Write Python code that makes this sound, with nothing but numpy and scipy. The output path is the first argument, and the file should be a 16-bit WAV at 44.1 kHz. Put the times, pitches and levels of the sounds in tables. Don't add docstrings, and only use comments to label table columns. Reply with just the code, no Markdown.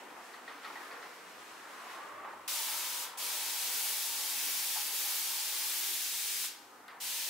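import sys
import numpy as np
from scipy import signal
from scipy.io import wavfile

SR = 44100
rng = np.random.default_rng(int(sys.argv[2]) if len(sys.argv) > 2 else 0)


def boost_factor(decibels):
    exponent = np.asarray(decibels, float) / 20
    return 10 ** exponent


def pcm_store(signal):
    levels = np.round(np.clip(np.atleast_2d(signal), -1, 1) * 32767)
    wavfile.write(sys.argv[1], SR, levels.astype(np.int16).T)


N = 321489
TIME = np.arange(N) / SR
SPRAY_SCENE_S = 2.478

# frequency in Hz, density in dB per Hz.
JET_SPECTRUM = [(710, -40), (1200, -14.5), (1880, -5), (2160, -2.5), (3580, -0.5), (3980, -1.5),
                (5200, -0.5), (13800, -1.5), (15500, -2)]
# frequency in Hz, side minus mid in dB.
JET_WIDTH = [(60, -30), (110, -26), (200, -11), (380, -9), (700, -4), (1290, -9.5), (2380, -8.5),
             (4400, -3), (8120, -4.5), (15000, -10)]
# frequency in Hz, left minus right in dB.
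JET_LEAN = [(60, 0.0), (110, 0.0), (200, 0.5), (380, 1.0), (700, -8), (1290, 0.5), (2380, 0.5), (4400, 2),
            (8120, 1.5), (15000, 1)]
# valve opens in s, valve shuts in s, jet in dB, sag in dB per s,
# extra low hiss in dB.
SQUEEZES = [
    (2.201, 3.035, -38.5, 4.5, 1.3),
    (3.171, 6.455, -39.5, 0.04, -0.05),
    (7, 7.6, -40, 2.5, 1.4),
]
# time in seconds, how far the nozzle faces the listener from -1 to 1.
NOZZLE_AIM = [(2.5, -0.085), (2.65, -0.026), (3.0, -.2), (3.45, -0.7), (3.6, -.2), (3.8, 0.91), (4.15, -.7),
              (4.45, 0.69), (4.85, .1), (5.05, 0.94), (5.45, -0.73), (5.8, 1), (6.1, -.5), (6.45, -0.33),
              (7.0, -0.44), (7.29, -.4)]
# time in seconds, dip in dB, half length in s.
FINGER_SLIP = (4.91, 2.5, .025)
SNAP_S, BUILD_DB, BUILD_S = 0.0042, 5.5, 0.041
FADE_DB_PER_S, FADE_TILT, FADE_KNEE_S = 198, 0.37, 0.004
DRIBBLE_DB, DRIBBLE_DB_PER_S, DRIBBLE_DB_PER_OCTAVE = -15.5, 43, -5
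AIM_DB, AIM_LOW_DB, AIM_TOP_DB = .3, 1, 2.2

# frequency in Hz, density in dB per Hz.
STEAM_SPECTRUM = [(880, -30), (1500, 0), (1740, -1), (2090, 0), (2330, 0.5), (9790, -17.5), (15500, -26)]
# time in seconds, steam in dB.
IRON_STROKE = [(0, -63.5), (.08, -67), (.26, -61.5), (.42, -65.5), (.7, -61), (1.25, -61), (1.65, -60.5),
               (1.95, -58), (2.17, -69)]
STEAM_TOP_DB, TOP_FOLLOWS = 5, -0.0094

# start in seconds, peak in dB, t60 in s, sharpness in dB, plink in dB.
WATER_SLOPS = [(0, -45, 0.32, -14, -12), (.105, -43, .08, -1, -17), (.148, -46, .45, -6, -5),
               (.165, -45, 0.27, -15, -10), (.335, -43.5, 0.42, 3, 0), (0.478, -35.5, 0.45, 0, 0),
               (.632, -40.5, .2, 2, -4), (0.645, -36.5, .24, 2.5, -3), (.66, -45, 0.16, -9, -14),
               (.675, -51, 0.46, 6.5, -12), (.70, -39.5, 0.12, -23, -13), (.756, -37.5, 0.26, -4, 3.5),
               (.91, -37.5, 0.39, 1, -8), (1.026, -40, 0.42, 1.5, -2), (1.896, -43, 0.16, -4, 3),
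               (2.243, -36.5, 0.45, -13, -7), (2.327, -46, .15, -15, -11), (2.481, -40, 0.23, -2, -8),
               (4.76, -37, 0.16, -6, -8), (6.44, -42, .087, -6, -3), (6.880, -49, 0.037, 10, -8),
               (6.881, -39.5, 0.55, .5, -6)]
# frequency in Hz, width in Hz, level in dB.
TANK_MODES = [(304, 120, -1), (840, 200, -4.5), (1170, 300, -1), (1720, 570, -3), (3420, 480, -13),
              (4350, 370, -13.5), (8050, 6200, -25)]
# time in seconds, thump in dB.
END_WAVES = [
    (0, 4),
    (.105, 7.5),
    (.66, 6.5),
]
THUMP_DB = -16
PLINK_HZ, PLINK_WIDTH_HZ, PLINK_T60_S = 1890, 180, 0.12

# time in seconds, level in dB, then modes, each a frequency in Hz, level in dB, t60 in s.
BOTTLE_KNOCK = (4.758, -45, [(875, 1, .35), (830, -1, .4), (945, -5, .25), (740, 3, .08), (1600, -3, .05)])
# start in seconds, frequency in Hz, level in dB, t60 in s.
BOARD_THUDS = [(1.33, 102, -75, 1.2), (1.7, 125, -76, .6), (2.06, 135, -72, .6), (2.11, 100, -64, .5),
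               (2.34, 95, -68, .6), (6.8, 205, -68, .5), (7.0, 200, -66, .8), (7.05, 140, -74, 1.2)]

# time in seconds, level in dB, hollow resonance in Hz, its share of the power from 0 to 1.
TRAFFIC = [(0, -55, 902, 0.2), (.5, -57.5, 945, 0), (1.0, -54.5, 1003, 0.14), (1.3, -58, 1030, 0.07),
           (1.72, -54, 1090, 0.28), (2.0, -49.5, 1125, 0.44), (2.29, -48.5, 1124, 0.47),
           (2.36, -54.5, 1100, 0.3), (2.47, -54.5, 1083, .2), (2.52, -50.5, 899, 0.33),
           (3.0, -51.5, 964.5, 0.47), (3.5, -53, 890, .55), (4.3, -54.5, 892.5, 0.46),
           (5.0, -55, 869, 0.41), (5.85, -57, 878, 0.47), (6.25, -60, 867, 0.31), (6.86, -61, 884, 0.18),
           (6.95, -57.5, 919, 0.41)]
# frequency in Hz, density in dB per Hz.
TRAFFIC_SPECTRUM = [(40, -31), (100, -24.5), (170, -21.5), (220, -10.5), (310, -2), (450, -2.5), (800, 1),
                    (1200, 2.5), (1700, -1), (2300, -8.5), (3200, -24)]
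# frequency in Hz, side minus mid in dB.
AIR_WIDTH = [(60, -20), (110, -37), (200, -21), (380, -9.5), (700, -7), (1290, -6.5), (2380, -5.5),
             (4400, -2), (8120, -5), (15000, -7)]
HOLLOW_WIDTH_HZ = (230, 240)
RUMBLE_DB, RUMBLE_FOLLOWS = (-59.5, -63.5), (0.22, 0.15)   # level, and dB per dB of traffic
DEEP_DB = (-85, -85.5)
HISS_DB = -64.5
ROOM_T60_S, ROOM_DB = 0.19, -8.5
LOW_CUT_HZ, TOP_HZ = 45, 15720


def mister():
    facing, = in_time(NOZZLE_AIM)
    slip_s, dip_db, half_s = FINGER_SLIP
    common_db = AIM_DB * facing - dip_db * np.exp(-((TIME - slip_s) / half_s) ** 2)

    def colour(hz):
        aim_db = AIM_LOW_DB * facing + .1 if hz < 6000 else AIM_TOP_DB * facing - .4
        weight = np.interp(np.log(hz), np.log([2420, 4500, 7840, 12200]), [1, 0, 0, 1])
        return jet(hz) + common_db + weight * aim_db

    return boost_factor(4) * bands(1060, JET_SPECTRUM, JET_WIDTH, JET_LEAN, colour,
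                          patchy_db=.35, flicker_db=.15, count=8)


def jet(hz):
    level = np.full(N, -120.)
    starts = [int(row[0] * SR) for row in SQUEEZES] + [N]
    for (opens, shuts, level_db, sag, low_db), i, j in zip(SQUEEZES, starts, starts[1:]):
        t = TIME[1:j - i + 1]
        after = np.maximum(TIME[i:j] - shuts, 0)
        fade = boost_factor(-FADE_DB_PER_S * (hz / 4500) ** FADE_TILT * after ** 2 / (after + FADE_KNEE_S))
        dull_db = DRIBBLE_DB_PER_OCTAVE * max(np.log2(hz / 4500), 0)
        dribble = boost_factor(DRIBBLE_DB - DRIBBLE_DB_PER_S * after + dull_db)
        held_db = level_db + low_db * (2000 < hz < 4000) - sag * t - BUILD_DB * np.exp(-t / BUILD_S)
        snap = 1 - np.exp(-t / SNAP_S)
        level[i:j] = held_db + 20 * np.log10(snap * (fade + dribble * (1 - fade)))
    return level


def sole():
    level_db, = in_time(IRON_STROKE)
    top_db = STEAM_TOP_DB + TOP_FOLLOWS * (level_db + 65)

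    def colour(hz):
        return level_db + np.clip(np.log2(hz / 4500), 0, 1) * top_db

    centred = [(100, 0), (16000, 0)]
    hiss = bands(1507, STEAM_SPECTRUM, AIR_WIDTH, centred, colour, patchy_db=1.0, flicker_db=0.85, count=7)
    return boost_factor(4) * (TIME < SPRAY_SCENE_S) * hiss


def slops():
    s, peak_db, t60, sharp_db, plink_db = np.transpose(WATER_SLOPS)
    thump_db = np.full(len(s), float(THUMP_DB))
    for when, big_db in END_WAVES:
        thump_db[np.argmin(abs(s - when))] = big_db
    plink = burst(peak_db + plink_db - 7.5, np.full(len(s), PLINK_T60_S), rise_s=0.00098)
    out = plink * splashes(PLINK_HZ, PLINK_WIDTH_HZ)
    for hz, width_hz, mode_db in TANK_MODES:
        colour_db = thump_db if hz < 500 else sharp_db * np.log2(hz / 1200)
        mode_t60 = t60 * (1200 / hz) ** 0.36
        shape = burst(peak_db + colour_db + mode_db - 11.5, mode_t60, rise_s=3000.0 / hz ** 2)
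        out = out + shape * splashes(hz, 2.2 * width_hz)
    return out


def burst(levels_db, t60s, rise_s):
    shape = np.zeros(N)
    for (s, *_), level_db, t60 in zip(WATER_SLOPS, levels_db, t60s):
        i = int(s * SR)
        t = TIME[:min(SR // 2, N - i)]
        shape[i:i + len(t)] += boost_factor(level_db - 60 * t / t60) * (1 - np.exp(-t / rise_s))
    return shape


def splashes(hz, width_hz):
    lump_gain = boost_factor(2.5 * rng.standard_normal(N // 88 + 1).repeat(88)[:N])
    lumps = rng.standard_normal((2, N)) * lump_gain
    once = resonance(lumps, hz, width_hz)
    mid, side = rms_one(resonance(once, hz, width_hz))
    return stereo(-10.5, .6, mid, side)


def knock():
    s, level_db, modes = BOTTLE_KNOCK
    t = np.maximum(TIME - s, 0)
    rings = sum(boost_factor(db - 60 * t / t60) * np.sin(2 * np.pi * hz * t) for hz, db, t60 in modes)
    return boost_factor(level_db) * (1 - np.exp(-t / 0.002)) * rings


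def thud():
    out = np.zeros(N)
    for s, hz, level_db, t60 in BOARD_THUDS:
        i = int(s * SR)
        t = TIME[:min(SR, N - i)]
        swell = 1 - np.exp(-t / 0.03)
        out[i:i + SR] += boost_factor(level_db - 60 * t / t60) * swell * np.sin(2 * np.pi * hz * t)
    return out


def drone():
    middle_db, hollow_hz, share = in_time(TRAFFIC)
    ironing = TIME < SPRAY_SCENE_S
    width_hz = np.where(ironing, *HOLLOW_WIDTH_HZ)
    rumble_db = np.where(ironing, *RUMBLE_DB) + np.where(ironing, *RUMBLE_FOLLOWS) * (middle_db + 58.5)
    deep_db = np.where(ironing, *DEEP_DB)
    share = np.clip(share, .01, .95)
    broad_db = middle_db + 10 * np.log10(1 - share)

    def colour(hz):
        if hz < 180:
            return deep_db + 27.5
        return rumble_db if hz < 600 else broad_db - 5.0

    lean = [(100, 0.62), (16000, 0.56)]
    rumble = boost_factor(9) * bands(45.36, TRAFFIC_SPECTRUM, AIR_WIDTH, lean, colour,
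                            patchy_db=1.1, flicker_db=0.6, count=12)
    steps = np.cumsum(width_hz) / SR
    knots = rng.standard_normal((2, 2, 4000))
    slow = [[np.interp(steps, np.arange(4000), k) for k in pair] for pair in knots]
    phase = 2 * np.pi * np.cumsum(hollow_hz) / SR
    mid, side = slow[0] * np.cos(phase) + slow[1] * np.sin(phase)
    hollow = boost_factor(middle_db + 2.0) * np.sqrt(share) * stereo(-10.5, .5, mid, side)
    return rumble + hollow


def microphone_hiss():
    return boost_factor(HISS_DB) * signal.lfilter([1, -.85, -.15], [1, -.85], rng.standard_normal((2, N)))


def room(x, moves_per_s):
    t = TIME[:SR // 3]
    clouds = rng.standard_normal((4, len(t))) * boost_factor(-60 * t / ROOM_T60_S) * (t > .002)
    shares = np.array([drift(moves_per_s) for cloud in clouds])
    shares /= np.linalg.norm(shares, axis=0)
    echoes = 0
    for share, cloud in zip(shares, clouds):
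        reflection = cloud[None] / np.linalg.norm(cloud)
        echoes = echoes + share * signal.fftconvolve(x, reflection, axes=1)[:, :N]
    return (x + boost_factor(ROOM_DB) * echoes) / np.sqrt(1 + boost_factor(2 * ROOM_DB))


def bands(low_hz, spectrum, sides, pans, change_db, patchy_db, flicker_db, count):
    out, gust = 0, drift(7.6)
    edges = low_hz * 2 ** (np.arange(count + 1) / 2)
    white = rng.standard_normal((2, 2, N))
    hz = np.sqrt(edges[1:] * edges[:-1])
    level = at_hz(spectrum, hz)
    level -= 10 * np.log10(np.sum(boost_factor(2 * level) * np.diff(edges)) / (SR / 2))
    for k in range(count):
        band = signal.butter(2, edges[k:k + 2], "band", fs=SR, output="sos")
        mid, side = signal.sosfilt(band, white[k % 2])
        gain = boost_factor(level[k] + change_db(hz[k]) + patchy_db * drift(1.37) + flicker_db * gust)
        out = out + gain * stereo(at_hz(sides, hz[k]), at_hz(pans, hz[k]), mid, side)
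    return out


def resonance(x, hz, width_hz):
    r = np.exp(-np.pi * width_hz / SR)
    poles = [1, -2 * r * np.cos(2 * np.pi * hz / SR), r * r]
    return signal.lfilter(np.array([1, 0, -1]) * (1 - r * r) / 2, poles, x)


def stereo(side_db, pan_db, mid, side):
    return (mid + boost_factor(side_db) * side * [[1], [-1]]) * boost_factor(pan_db * np.array([[.5], [-.5]]))


def drift(rate):
    r = np.exp(-80 * np.pi * rate / SR)
    slow = signal.lfilter([1], [1, -2 * r, r * r], rng.standard_normal(N // 40 + 2002))[2000:]
    return np.interp(np.arange(N) / 40, np.arange(len(slow)), rms_one(slow))


def rms_one(x):
    return x / np.sqrt(np.mean(x ** 2) + 1e-20)


def at_hz(points, hz):
    table_hz, db = np.transpose(points)
    return np.interp(np.log(hz), np.log(table_hz), db)


def in_time(rows):
    s, *columns = np.transpose(rows)
    return [np.interp(TIME, s, c) for c in columns]


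def scene():
    spray = room(mister(), moves_per_s=0.77) * (TIME >= SPRAY_SCENE_S)
    ironing_and_traffic = room(drone() + sole(), moves_per_s=1.78)
    return spray + ironing_and_traffic + knock() + slops() + thud() + microphone_hiss()


def low_pass(x):
    return signal.sosfilt(signal.butter(12, 17000, fs=SR, output="sos"), x)


def record(dry):
    low_cut = signal.butter(2, LOW_CUT_HZ, "high", fs=SR, output="sos")
    top_cut = signal.ellip(12, .3, 70, TOP_HZ, fs=SR, output="sos")
    mix = signal.sosfilt(np.vstack([low_cut, top_cut]), dry)
    return low_pass(mix)


dry = scene()
out = record(dry)
pcm_store(out)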